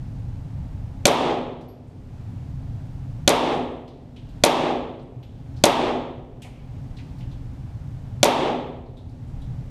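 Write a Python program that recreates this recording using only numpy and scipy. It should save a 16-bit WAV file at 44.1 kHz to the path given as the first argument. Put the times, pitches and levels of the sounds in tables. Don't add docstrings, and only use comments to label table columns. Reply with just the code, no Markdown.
import sys
import numpy as np
from scipy import signal
from scipy.fft import rfft, irfft
from scipy.io import wavfile

SR = 44100
rng = np.random.default_rng(int(sys.argv[2]) if len(sys.argv) > 2 else 0)


def wav_record(signal):
    frames = np.transpose(np.atleast_2d(signal))
    bounded = np.clip(frames, -1, 1)
    quanta = np.round(bounded * 32767).astype(np.int16)
    wavfile.write(sys.argv[1], SR, quanta)


def ratio_of_db(decibels):
    return 10 ** (np.asarray(decibels, float) / 20)


N = 427769


def band(x, hz, width):
    return signal.lfilter(*signal.iirpeak(hz, hz / width, fs=SR), x)


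def level(x, db):
    return x * ratio_of_db(db) / np.sqrt(np.mean(x ** 2))


def read(table, hz):
    f, v = np.transpose(table)
    return np.interp(np.log(np.maximum(hz, 1)), np.log(f), v)


def coloured(table, size):
    hz = np.arange(size // 2 + 1) * SR / size
    spectrum = rfft(rng.standard_normal(size)) * ratio_of_db(read(table, hz))
    return level(irfft(spectrum, size), 0)


def walk(rate):
    knots = rng.standard_normal(int(N / SR * 40))
    return np.interp(np.arange(N) / SR * rate, np.arange(len(knots)), knots)


def split(x, hz, step):
    f = np.maximum(np.arange(len(x) // 2 + 1) * SR / len(x), 1)
    weight = np.maximum(1 - abs(np.log2(f / hz)) / step, 0)
    return irfft(rfft(x) * weight, len(x))


def add(out, s, sound):
    i = int(s * SR)
    out[i:i + len(sound)] += sound[:N - i]


# frequency in Hz, density in dB per Hz.
AIR = [(12, -36.5), (20, -4), (83, -2.5), (126, 1), (196, -15), (274, -17), (298, -27.5), (393, -34),
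       (452, -41.5), (491, -34), (834, -31), (1270, -52), (12100, -65), (13500, -56), (15500, -57.5)]
# frequency in Hz, width in Hz, level in dB.
DUCT = [(127, 29, -43), (268, 9.4, -50.5)]
AIR_DB = -32.5


def ventilation():
    air, swell = coloured(AIR, N), walk(1.2)
    rumble = np.zeros(N)
    for hz in 15 * 2 ** np.arange(11):
        wander_db = (2.1 * swell + 2.0 * walk(6.8)) * (60 / hz) ** 0.26
        rumble += split(air, hz, 1) * ratio_of_db(wander_db)
    ducts = sum(level(band(rng.standard_normal(N), hz, width), db) for hz, width, db in DUCT)
    return level(rumble, AIR_DB) + ducts


WHINE_HZ, WHINE_RATE, WHINE_DB = 13150, 56, -77


def whine():
    gate = np.exp(-(np.arange(N) / SR * WHINE_RATE % 1) / .25)
    hiss = band(band(rng.standard_normal(N), WHINE_HZ, 900), WHINE_HZ, 900)
    return level(hiss * gate, WHINE_DB)


# frequency in Hz, width in Hz, level in dB.
HOUSING = [(288, 68, -5), (585, 100, 1.5), (1390, 100, -10), (2250, 710, -6), (3600, 720, -4.5),
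           (3940, 310, -12.5), (5600, 680, -10.5), (8500, 2000, -16.5)]
RANGE_M, CEILING_M = 25, 3.3
BOUNCE = .8
BACKSTOP_S, BACKSTOP = .0228, -0.14


def blast(crackle):
    t = np.arange(len(crackle)) / SR
    direct_gas = 0.4 * np.exp(-t / 0.006)
    returned_gas = 0.084 * np.exp(-.5 * ((t - BACKSTOP_S - .003) / 0.0074) ** 2)
    paths = crackle * (direct_gas + returned_gas)
    for bounces in range(5):
        late = (np.hypot(RANGE_M, bounces * CEILING_M) - RANGE_M) / 343
        for s, strength in ((late, 1), (late + BACKSTOP_S, BACKSTOP)):
            blunt_s = .00005 + 0.00067 * s
            paths -= strength * BOUNCE ** bounces * np.exp(-.5 * ((t - s - .0001) / blunt_s) ** 2)
    case = sum(ratio_of_db(db) * hz ** -.5 * band(paths, hz, width) for hz, width, db in HOUSING)
    return case / abs(case).max()


def slap():
    t = np.arange(SR // 50) / SR
    return band(rng.standard_normal(len(t)), 8500, 7000) * np.exp(-t / 0.00083)


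# frequency in Hz, density in dB per Hz.
HALL = [(88, -43.5), (150, -7.5), (205, -14), (244, -5), (411, -4.5), (530, -4.5), (618, -6), (796, -5),
        (1320, -16.5), (1450, -23.5), (3480, -22), (4650, -35.5), (8490, -48.5), (12000, -60.5),
        (15500, -84)]
# frequency in Hz, time to fall 60 dB in seconds.
HALL_T60 = [(250, 1.71), (500, 1.49), (1000, 1), (2000, 1), (3500, 0.92), (5200, 0.65), (8000, .68),
            (14000, 0.28)]
HALL_DB = -21


def hall():
    noise = coloured(HALL, 2 * SR)
    t = np.arange(2 * SR) / SR
    ring = np.zeros(2 * SR)
    for hz in 60 * 2 ** np.arange(0, 8.1, .5):
        ring += split(noise, hz, .5) * ratio_of_db(-60 * (t - .25) / read(HALL_T60, hz))
    build_up = 0.69 * (1 - np.exp(-t / 0.0063)) + 0.48 * (t > .022)
    return ring * ratio_of_db(HALL_DB) * build_up


# frequency in Hz, level in dB, time to fall 60 dB in seconds.
STANDING = [(247.8, -21.5, 2.6), (380, -23, 1.5)]
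WHOOP_S, WHOOP_HZ, WHOOP_HZ_S, WHOOP_TOP_HZ = .027, 382.1, 8000, 950
WHOOP_DB, WHOOP_ATTACK_S, WHOOP_FADE_DB_S = -5.5, .008, 151


def tones():
    t = np.arange(2 * SR) / SR
    after = t - WHOOP_S
    hz = np.clip(WHOOP_HZ + WHOOP_HZ_S * after, 1, WHOOP_TOP_HZ)
    hz = hz * (1 + .05 * walk(70)[:2 * SR])
    db = WHOOP_DB - WHOOP_FADE_DB_S * np.maximum(after, 0) + 1.3 * walk(110)[:2 * SR]
    attack = np.clip(1 + after / WHOOP_ATTACK_S, 0, 1)
    out = ratio_of_db(db) * attack * np.sin(2 * np.pi * np.cumsum(hz) / SR)
    for hz, db, t60 in STANDING:
        out += ratio_of_db(db - 60 * t / t60) * np.sin(2 * np.pi * hz * t) * (1 - np.exp(-t / 0.015))
    return out


FAR_END_S, FAR_RISE_S, FAR_DB, FAR_FADE_DB_S = 0.25, .14, 7.5, 14.5


def far_end():
    t = np.arange(2 * SR) / SR - FAR_END_S
    return ratio_of_db(FAR_DB * np.clip(t / FAR_RISE_S, -1, 0) - FAR_FADE_DB_S * np.maximum(t, 0))


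# start in seconds, blast level in dB, bullet slap delay in seconds, slap level in dB.
SHOTS = [
    (1.0546, 0, .0143, -8),
    (3.2768, 0, .0158, -8),
    (4.4375, 0, .0126, -8),
    (5.6385, 0, .0166, -7),
    (8.2300, 0, .0138, -9),
]


def pistol():
    out, ring = np.zeros(N), hall() + tones()
    crackle = rng.standard_normal((6, SR // 10))
    for (s, db, slap_s, slap_db), own in zip(SHOTS, crackle[1:]):
        add(out, s, ratio_of_db(db + 10) * blast(crackle[0] + .5 * own))
        add(out, s, ratio_of_db(db + 5.5) * far_end() * (ring + 0.56 * hall()))
        add(out, s + slap_s, ratio_of_db(slap_db + 13) * slap())
    return out


# start in
# seconds, level in dB, centre in Hz, treble share in dB.
CLINKS = [(1.609, -41.5, 3950, -4), (3.536, -37, 8500, -9), (3.711, -57, 8000, -9), (3.876, -35, 3600, -16),
          (4.161, -36, 3020, -17), (4.287, -48, 3600, -9), (4.991, -41, 3530, -18.5),
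          (5.227, -37, 3100, -22), (5.563, -44, 4350, -13), (6.419, -29.5, 2740, -1),
          (6.430, -44, 4470, -8), (6.447, -29.5, 710, -14), (6.967, -40.5, 3800, -14),
          (6.985, -40, 2380, -19), (7.183, -50, 4220, -4), (7.205, -42, 2670, -15.5),
          (7.312, -46.5, 3430, -17), (8.751, -53.5, 2550, -17.5), (9.272, -58, 9020, -1.5)]
# start in seconds, level in dB, centre in Hz, treble share in dB.
KNOCKS = [
    (1.685, -45, 4700, -16),
    (1.870, -56, 8500, -3),
    (5.019, -55, 8530, -14),
    (6.445, -34.5, 2220, -9),
    (8.860, -47, 4000, -20),
    (8.969, -39.5, 3680, -8),
    (9.092, -51.5, 4460, -1),
    (9.416, -47, 3670, -5),
]
# start in seconds, frequency in Hz, level in dB.
BRASS = [
    (1.610, 11725, -66),
    (1.685, 11770, -42.5),
    (3.877, 12015, -64),
    (4.290, 12005, -66),
    (4.985, 11810, -71.5),
    (5.229, 11800, -56),
    (6.967, 12030, -79),
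    (7.183, 12020, -63),
    (8.670, 11780, -61),
]
BRASS_T60_S = .2
CLINK_SHARE, KNOCK_SHARE = 0.57, 0.28


def clinks():
    out, t = np.zeros(N), np.arange(SR // 2) / SR
    taps = [(row, CLINK_SHARE) for row in CLINKS] + [(row, KNOCK_SHARE) for row in KNOCKS]
    for (s, db, hz, treble_db), share in taps:
        grains = ratio_of_db(1.9 * rng.exponential(size=len(t)))
        noise = rng.standard_normal((2, len(t))) * grains
        body = level(band(band(noise[0], hz, hz * share), hz, hz * share), 0)
        body = body * (ratio_of_db(-60 * t / 0.14) + 0.34 * ratio_of_db(-60 * t / 0.94))
        top = level(band(noise[1], 7800, 7000), treble_db)
        top = top * (ratio_of_db(-60 * t / 0.076) + .45 * ratio_of_db(-60 * t / 0.4))
        add(out, s, ratio_of_db(db - 11.0) * (body + top) * (1 - np.exp(-t / 0.0021)))
    for s, hz, db in BRASS:
        waver = 1 + 0.28 * np.cos(2 * np.pi * 45 * t)
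        add(out, s, ratio_of_db(db - 60 * t / BRASS_T60_S) * waver * np.sin(2 * np.pi * hz * t))
    return out


def scene():
    return (ventilation() + whine() + pistol() + clinks())[None]


def top_cut(x):
    return signal.sosfilt(signal.butter(12, 16180, fs=SR, output="sos"), x)


DUCK_DB, DUCK_S, SINK_DB_S, HOLD_S, RECOVER_DB_S = -7, 0.0066, 4.5, 0.63, 19
TOP_HZ, HEADROOM = 14900, .86


def record(dry):
    t = np.arange(N) / SR
    fired = np.array([-9] + [row[0] for row in SHOTS])
    since = t - fired[np.searchsorted(fired, t) - 1]
    db = DUCK_DB * np.minimum(since / DUCK_S, 1) ** 4
    db = db - SINK_DB_S * np.minimum(since, HOLD_S) + RECOVER_DB_S * np.maximum(since - HOLD_S, 0)
    x = np.clip(dry * ratio_of_db(np.minimum(db, 0) + 1.0), -1, 1)
    x = signal.sosfilt(signal.butter(2, 10000, fs=SR, output="sos"), x)
    x = signal.sosfilt(signal.ellip(8, .3, 50, TOP_HZ, fs=SR, output="sos"), x)
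    return top_cut(HEADROOM * x)


dry = scene()
out = record(dry)
wav_record(out)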